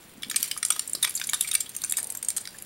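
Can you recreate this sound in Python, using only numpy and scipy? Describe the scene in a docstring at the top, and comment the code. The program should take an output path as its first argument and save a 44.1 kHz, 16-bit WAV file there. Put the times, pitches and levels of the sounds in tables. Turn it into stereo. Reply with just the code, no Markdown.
"""Hands turn a steel pistol with its slide and spring loose, just above a mat in a quiet room.
Low room hum, hiss, a thin high tone and faint ticking and scraping run all through; dull slips on
the mat come first, joined from 0.2 s by loose parts that knock and chatter, ringing the steel briefly.
More slips follow just before 1 s, and the rub on the mat swells at about 2 s, under the last knocks.
Knocks are rattles of impulses through decaying sines; rub, friction and air are filtered noise."""
import sys
import numpy as np
from scipy import signal
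from scipy.fft import rfft, irfft
from scipy.io import wavfile

SR = 44100
rng = np.random.default_rng(int(sys.argv[2]) if len(sys.argv) > 2 else 0)


def gain_from_db(level_db):
    """Convert decibel levels to linear amplitude factors (20 dB per decade)."""
    decades = np.asarray(level_db, float) / 20
    return 10 ** decades


def dump_mix(stems):
    """Bounce the given channels to the path in sys.argv[1] as a 16-bit WAV at rate SR."""
    frames = np.atleast_2d(stems).T  # one column per channel
    limited = np.clip(frames, -1, 1)  # hard clip at full scale
    pcm = np.round(limited * 32767).astype(np.int16)
    wavfile.write(sys.argv[1], SR, pcm)


N = 116865  # length in samples

# Modes of slide and frame. Each row: frequency in Hz, relative level in dB, 60 dB decay time in s.
STEEL_MODES = [(1248, -10, 0.03), (1810, 2.5, 0.0081), (2292, 0, 0.022), (3430, -11.5, 0.027),
               (3724, -3, 0.014), (4304, -19, 0.036), (4848, -5.5, 0.016), (7300, 4.5, 0.018),
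               (8688, 3.5, 0.032), (9800, 2, 0.021), (11130, 8.5, 0.0087), (12480, -29.5, 0.0053)]
SMALL_PARTS = 40  # modes of pins, spring and other small parts


def evened(x):
    """Scale to rms 1."""
    return x / np.sqrt(np.mean(x ** 2) + 1e-20)


def read(points, hz):
    """Read a spectrum on a log-frequency axis."""
    f, value = np.transpose(points)
    return np.interp(np.log(hz + 1), np.log(f + 1), value)


def level_over_time(points):
    """Read a curve of (s, dB) at every sample, in dB."""
    return np.interp(np.arange(N) / SR, *np.transpose(points))


def add(mix, s, sound):
    """Mix a sound in at time s."""
    part = mix[round(s * SR):][:len(sound)]
    part += sound[:len(part)]


def hiss(tone):
    """Steady noise of a given spectrum, rms 1."""
    gain = gain_from_db(read(tone, np.fft.rfftfreq(N, 1 / SR)))
    return evened(irfft(rfft(rng.standard_normal(N)) * gain, N))


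def rattle_force(length_s, contacts):
    """One knock is a dense rattle of contacts that fades, then a few ragged late contacts."""
    chatter_per_s, chatter_rise, chatter_fade_db = 5500, 0.04, -7.5  # rise as a share of the length
    settle_per_s, settle_db, settle_t60_s = 670, -17.5, 0.06
    chance, push = contacts[0], 2 * contacts[1] - 1
    t = np.arange(contacts.shape[1]) / SR
    rise = 1 - np.exp(-(t + 1 / SR) / (chatter_rise * length_s))
    chatter = rise * gain_from_db(chatter_fade_db * (t / length_s) ** 2)
    settling = gain_from_db(settle_db - 60 * t / settle_t60_s)
    force = (chance < chatter_per_s / SR) * push * chatter
    force += (chance > 1 - settle_per_s / SR) * push * settling
    force[0] = 0.19  # the first touch
    return force


def ringing(struck_hz, length_s, draw):
    """Steel modes and many short modes of small parts, as decaying sines; returns (Hz, waveforms)."""
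    mode_chance_db, detune = 5, 0.0019  # each knock lands elsewhere and the grip shifts the modes
    small_t60_s = 0.008
    struck_db, struck_t60_s, loose = 14.5, 0.0059, 1.34  # it rings longer in a long, loose rattle
    ring_on_db, ring_on_times = -21.5, 6.9  # faint ring-on, this many times longer
    # Rows of the steel modes that the grip hardly damps, counted from 0.
    ringers = [2, 6, 8]
    # Spectrum of the small parts. Each row: frequency in Hz, relative level in dB.
    small_tone = [(1300, 7), (2500, -2), (6000, -1.5), (9000, 5), (12000, 1.5), (15800, -9)]
    t, n = np.arange(4000) / SR, len(STEEL_MODES)
    steel_hz, steel_db, steel_t60 = np.transpose(STEEL_MODES)

    low_hz, high_hz = small_tone[0][0], small_tone[-1][0]
    small_hz = low_hz * (high_hz / low_hz) ** np.sqrt(draw[0, n:])  # crowded toward the treble
    hz = np.r_[steel_hz * (1 + detune * (2 * draw[0, :n] - 1)), small_hz]
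    db = np.r_[steel_db, read(small_tone, small_hz)] + mode_chance_db * (2 * draw[1] - 1)
    t60 = np.r_[steel_t60, small_t60_s + 0 * small_hz]

    # the last small part is the one that rings most
    hz[-1] = struck_hz
    db[-1] = read(small_tone, struck_hz) + struck_db
    t60[-1] = struck_t60_s + loose * length_s

    fade_db = -60 * t / t60[:, None]
    fade = gain_from_db(fade_db)
    fade[ringers] += gain_from_db(ring_on_db + fade_db[ringers] / ring_on_times)
    phase = 2 * np.pi * (hz[:, None] * t + draw[2][:, None])
    return hz, gain_from_db(db[:, None]) * fade * np.sin(phase)


def knock(bands_db, length_s, struck_hz, draw, contacts):
    """A rattle of contacts excites the ringing parts; each of three bands gets its own level."""
    # Edges between the low, middle and high band, in Hz.
    edges_hz = [3000, 6000]
    hz, rings = ringing(struck_hz, length_s, draw)
    band = np.searchsorted(edges_hz, hz)
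    ring_bands = [rings[band == k].sum(0) for k in range(3)]
    force = rattle_force(length_s, contacts)
    bands = signal.fftconvolve(ring_bands, force[None], axes=1)
    energy = (bands ** 2).sum(1) / (length_s * SR)
    return (gain_from_db(bands_db) / np.sqrt(energy)) @ bands


def knocks():
    """The loud knocks of steel on steel, one by one."""
    # Each row: start in seconds, level above 6 kHz in dB, rattle length in s, levels below 3 kHz and
    # from 3 to 6 kHz in dB relative to that, pitch in Hz of the part that rings most.
    knock_list = [(0.222, -37.5, 0.0026, -22, -1, 3870), (0.2316, -33.5, 0.0029, 1.5, 8, 3150),
                  (0.2446, -49.5, 0.0032, -3, 11, 3320), (0.2979, -26, 0.0036, -23, -4.5, 3730),
                  (0.312, -27.5, 0.0044, -8, -3.5, 6780), (0.343, -43.5, 0.0033, 12, 7, 2480),
                  (0.3596, -17.0, 0.0071, -15, -8.5, 8530), (0.428, -14.5, 0.0019, -42, -7, 5630),
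                  (0.4406, -31, 0.0034, -6, -4, 2340), (0.5125, -25.5, 0.0046, -9.5, 1.5, 3010),
                  (0.5641, -51, 0.0025, 16, -1, 1240), (0.5748, -26, 0.0037, -13, -15, 9700),
                  (0.584, -36, 0.0025, -25, -20, 11130), (0.6277, -22.5, 0.0054, -7.5, -4, 8740),
                  (0.6502, -13.5, 0.0016, -34, -12, 9700), (0.658, -30, 0.0067, -23.0, -26, 8900),
                  (0.6832, -30, 0.003, -29, -23, 8450), (0.7026, -14, 0.0045, -11.5, -10.5, 8720),
                  (0.72, -29.5, 0.0081, -33, -0.5, 5860), (0.7606, -33.0, 0.0049, -3.5, -5, 1260),
                  (0.7934, -18.5, 0.0032, -22, -7, 8840), (0.8753, -28.5, 0.0048, -39, -50, 8650),
                  (0.8955, -27.5, 0.0029, -32, -39, 10250), (0.9318, -20.5, 0.0041, -32, -55, 8710),
                  (0.9497, -27, 0.0044, -17, 0, 4510), (1.0263, -19.0, 0.0097, -16, -4.5, 3634),
                  (1.0435, -25, 0.0034, 2, 0, 1880), (1.0483, -18.5, 0.0032, -5.5, -3.5, 2040),
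                  (1.072, -32.5, 0.0085, -1.5, -7, 8600), (1.094, -27.5, 0.0054, -33, -20, 9900),
                  (1.104, -32, 0.0051, -25, -13, 9940), (1.15, -25.5, 0.013, -36, -54, 7300),
                  (1.164, -28, 0.0048, -39, -17, 11130), (1.174, -33.5, 0.0062, -27.5, 0, 4350),
                  (1.1975, -30.5, 0.0036, -5, -13, 2100), (1.2141, -33.5, 0.0019, 8, 9.5, 2420),
                  (1.2391, -30.5, 0.006, -23.0, -5, 7060), (1.27, -25, 0.0036, -38, -26, 11020),
                  (1.291, -28, 0.0016, -1, -3, 7360), (1.295, -20, 0.0028, -40, -18, 6830),
                  (1.3338, -15, 0.00072, -4, -2, 4720), (1.3387, -23.5, 0.0086, -20.5, -5, 10980),
                  (1.3453, -30, 0.002, -6, -3.5, 3580), (1.4082, -16, 0.0047, -21.5, -9.5, 9800.0),
                  (1.4227, -32, 0.011, -22, -10.5, 11150), (1.4425, -39, 0.012, 3, -8, 2287),
                  (1.4727, -30, 0.011, -18, -10, 8700), (1.4875, -29, 0.0036, -8, -13, 2160),
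                  (1.5133, -21.5, 0.0034, -17.5, -3, 9500), (1.5304, -39.5, 0.0027, -24, 7, 3480),
                  (1.5352, -25, 0.0029, -16, -23, 9700), (1.5405, -21, 0.004, -15.5, -24, 12480),
                  (1.55, -14.5, 0.0049, -12, -9, 8800), (1.6038, -23, 0.0084, -22, -13, 7600),
                  (1.659, -52, 0.011, -4, 9.5, 3310), (1.6908, -35.5, 0.0067, -45, -13, 14700),
                  (1.7482, -34.5, 0.0044, -15, -14, 6040), (1.7642, -23, 0.0031, -22, -31, 13900),
                  (1.818, -29, 0.0026, -29, -7.5, 10800), (1.837, -23.5, 0.0047, -14, -10.5, 6100),
                  (1.8447, -24, 0.0057, -16.5, -41, 9100), (1.8959, -23.5, 0.0043, -28, -19.5, 7400),
                  (1.9086, -26, 0.0052, -40, -36, 9050), (1.9227, -16, 0.0023, -32, -12.5, 7860),
                  (1.9356, -41.5, 0.0057, 4.5, -14, 2590), (1.969, -20, 0.005, -26, -13, 8900),
                  (1.9793, -21, 0.0014, -24, -21, 8570.0), (1.9822, -26, 0.0094, -11, -12.5, 8740),
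                  (2.0, -29.5, 0.0051, -21, -23, 8700), (2.0296, -23.5, 0.0019, -31, -24, 11020),
                  (2.0426, -27.5, 0.0034, -30, -20, 8900), (2.0698, -30.5, 0.0038, -35, -35, 8640),
                  (2.101, -24, 0.0032, -43, -39, 8330), (2.122, -29, 0.0027, -34, -23, 11000),
                  (2.15, -27.5, 0.0027, -12.5, -23, 1500), (2.1714, -27, 0.0031, -45, -39, 7650),
                  (2.2272, -24, 0.0032, -35, -33, 8940), (2.2475, -28, 0.0036, -36, -40, 8330),
                  (2.2848, -19, 0.0071, -38, -36, 8790), (2.3034, -17.5, 0.00098, -18, -11, 7420),
                  (2.365, -21, 0.001, -14.5, -12, 8350), (2.3692, -23.5, 0.0099, -49, -26, 8670),
                  (2.3794, -27.5, 0.0026, -15.5, -4.5, 8150), (2.4072, -36.5, 0.0093, -16, -21, 8860),
                  (2.4533, -36.5, 0.0022, -6, 3, 3700), (2.474, -28, 0.00057, -5, 3.5, 3870),
                  (2.5429, -53.5, 0.011, 6.5, -19, 1730), (2.5847, -36.5, 0.0042, -16, -11.5, 10200),
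                  (2.623, -30, 0.0024, -24, -22, 10700)]
    out = np.zeros(N)
    draws = rng.random((len(knock_list), 3, len(STEEL_MODES) + SMALL_PARTS))
    contacts = rng.random((len(knock_list), 2, 1500))
    for (s, db, length_s, low, mid, hz), draw, contact in zip(knock_list, draws, contacts):
        bands_db = db + np.array([low, mid, 0])
        add(out, s, knock(bands_db, max(length_s, 1e-4), hz, draw, contact))
    return out


def ticks():
    """A scrape of many tiny contacts of uneven size over smooth friction, following the handling."""
    ticks_per_s, spread_db, tick_s, kinds = 4500, 6.5, 0.0023, 24
    friction_db = -1.5  # against the ticks
    # Faint handling of the parts. Each row: time in seconds, level in dB.
    handling = [(0, -54.5), (.2, -58.5), (.35, -49), (.385, -38.5), (.45, -39), (.61, -54), (.73, -45),
                (1.0, -51), (1.06, -46.5), (1.4, -44.5), (1.58, -48.5), (1.73, -51), (1.83, -47.5),
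                (2.0, -49.5), (2.2, -53), (2.65, -53)]
    # Relative levels of a tick below 3 kHz, from 3 to 6 kHz and above, in dB.
    tick_bands_db = [-20.5, -4, 3.5]
    # Spectrum of the smooth friction. Each row: frequency in Hz, relative level in dB.
    friction_tone = [(700, -15), (2000, 0), (6000, -4.5), (9000, -4), (15800, -2)]
    happens = rng.random(N) < ticks_per_s / SR
    size = gain_from_db(spread_db * np.minimum(rng.exponential(1, N), 5)) * happens
    kind = rng.integers(0, kinds, N)
    draws = rng.random((kinds, 3, len(STEEL_MODES) + SMALL_PARTS))
    contacts = rng.random((kinds, 2, 90))
    out = np.zeros(N)
    for k in range(kinds):
        struck_hz = STEEL_MODES[k % len(STEEL_MODES)][0]
        tick = knock(tick_bands_db, tick_s, struck_hz, draws[k], contacts[k])
        out += signal.oaconvolve(size * (kind == k), tick)[:N]
    scrape = evened(out) + gain_from_db(friction_db) * hiss(friction_tone)
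    return scrape * gain_from_db(level_over_time(handling))


def mat():
    """Dull slips, each a short decaying tone with one overtone, and a soft noise rub on the mat."""
    t60_s, rise_s, overtone = 0.031, 0.003, 0.2
    # Slips and bumps. Each row: start in seconds, relative level in dB, pitch in Hz.
    slips = [(0.155, -42, 262), (0.179, -38, 252), (0.216, -45, 243), (0.266, -36, 235),
             (0.286, -36.5, 250), (0.346, -39.5, 240), (0.4, -40.5, 236), (0.946, -38, 327),
             (0.9462, -39, 550), (0.972, -41, 330)]
    # Rub of skin and sleeve. Each row: time in seconds, level in dB.
    rub = [(0, -64), (1.901, -75.5), (2.03, -50.5), (2.2, -61.5)]
    # Spectrum of the rub. Each row: frequency in Hz, relative level in dB.
    rub_tone = [(200, -8), (500, 2.5), (920, 0), (1300, -17)]
    t, out = np.arange(3000) / SR, np.zeros(N)
    for s, db, hz in slips:
        shape = gain_from_db(db - 60 * t / t60_s) * (1 - np.exp(-t / rise_s))
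        thump = np.sin(2 * np.pi * hz * t) + overtone * np.sin(2 * np.pi * 1.7 * hz * t)
        add(out, s, 2 * shape * thump)
    return out + hiss(rub_tone) * gain_from_db(level_over_time(rub))


def room(x):
    """Sparse taps of random sign, each band dying at its own speed, partly alike in both channels."""
    same = 0.66  # share of the taps common to both channels
    # Decay of the room. Each row: frequency in Hz, 60 dB decay time in s.
    room_t60 = [(1000, 0.21), (6000, 0.22), (16000, 0.045)]
    taps = np.zeros((3, SR // 2))
    at = np.arange(200, SR // 2 - 20, 20)
    at = at + rng.integers(0, 20, (3, len(at)))
    np.put_along_axis(taps, at, rng.choice([-1., 1.], at.shape), 1)
    pair = same * taps[2] + np.sqrt(1 - same ** 2) * taps[:2]
    hz, t, z = signal.stft(pair, SR, nperseg=128)
    fade = gain_from_db(-60 * t / read(room_t60, hz)[:, None])
    tail = signal.istft(z * fade, SR, nperseg=128)[1]
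    return signal.fftconvolve(x[None], tail / np.linalg.norm(tail[0]), axes=1)[:, :N]


def air():
    """Room hum and hiss as noise, shared and opposed between the microphones, and a thin sine."""
    shared_db, opposed_db = -53, -55  # rms
    whine_hz, whine_db = 15734, -66.0  # a thin electronic tone, rms
    # Noise alike at both microphones. Each row: frequency in Hz, relative density in dB per Hz.
    shared_tone = [(20, -9.5), (70, -4), (167, 1), (400, -4.5), (750, -11), (1500, -10), (4000, -15),
                   (10000, -51), (15800, -15.5)]
    # Noise opposed between them. Each row: frequency in Hz, relative density in dB per Hz.
    opposed_tone = [(20, -28), (187, -8), (400, -4), (1000, -6.5), (2500, -14.5), (5000, -16.5),
                    (11000, -27), (16000, -53)]
    whine = gain_from_db(whine_db) * np.sqrt(2) * np.sin(2 * np.pi * whine_hz * np.arange(N) / SR)
    mid = gain_from_db(shared_db) * hiss(shared_tone) + whine
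    return mid + gain_from_db(opposed_db) * np.outer([1, -1], hiss(opposed_tone))


def scene():
    """Steel placed left to right, with its room, over mat and air."""
    steel_cut_hz, room_db = 826, -12.5  # small parts radiate no bass
    # Place of the steel. Each row: time in seconds, left minus right in dB.
    place = [(1.55, 0.2), (2.2, 2), (2.65, -1.2)]
    highpass = signal.butter(4, steel_cut_hz, "high", fs=SR, output="sos")
    steel = signal.sosfilt(highpass, knocks() + ticks())
    half_db = level_over_time(place) / 2
    direct = steel * gain_from_db(np.array([half_db, -half_db]))
    return direct + gain_from_db(room_db) * room(steel) + mat() + air()


def band_limit(x):
    """A steep low-pass at the top of the band."""
    return signal.sosfilt(signal.butter(12, 16980, fs=SR, output="sos"), x)


def record(dry):
    """Limit the treble with a steep low-pass and finish the mix."""
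    edge_hz = 15880
    lowpass = signal.firwin(511, edge_hz, window=("kaiser", 9), fs=SR)
    mix = signal.oaconvolve(dry, lowpass[None], "same")
    return band_limit(mix)


dry = scene()
out = record(dry)
dump_mix(out)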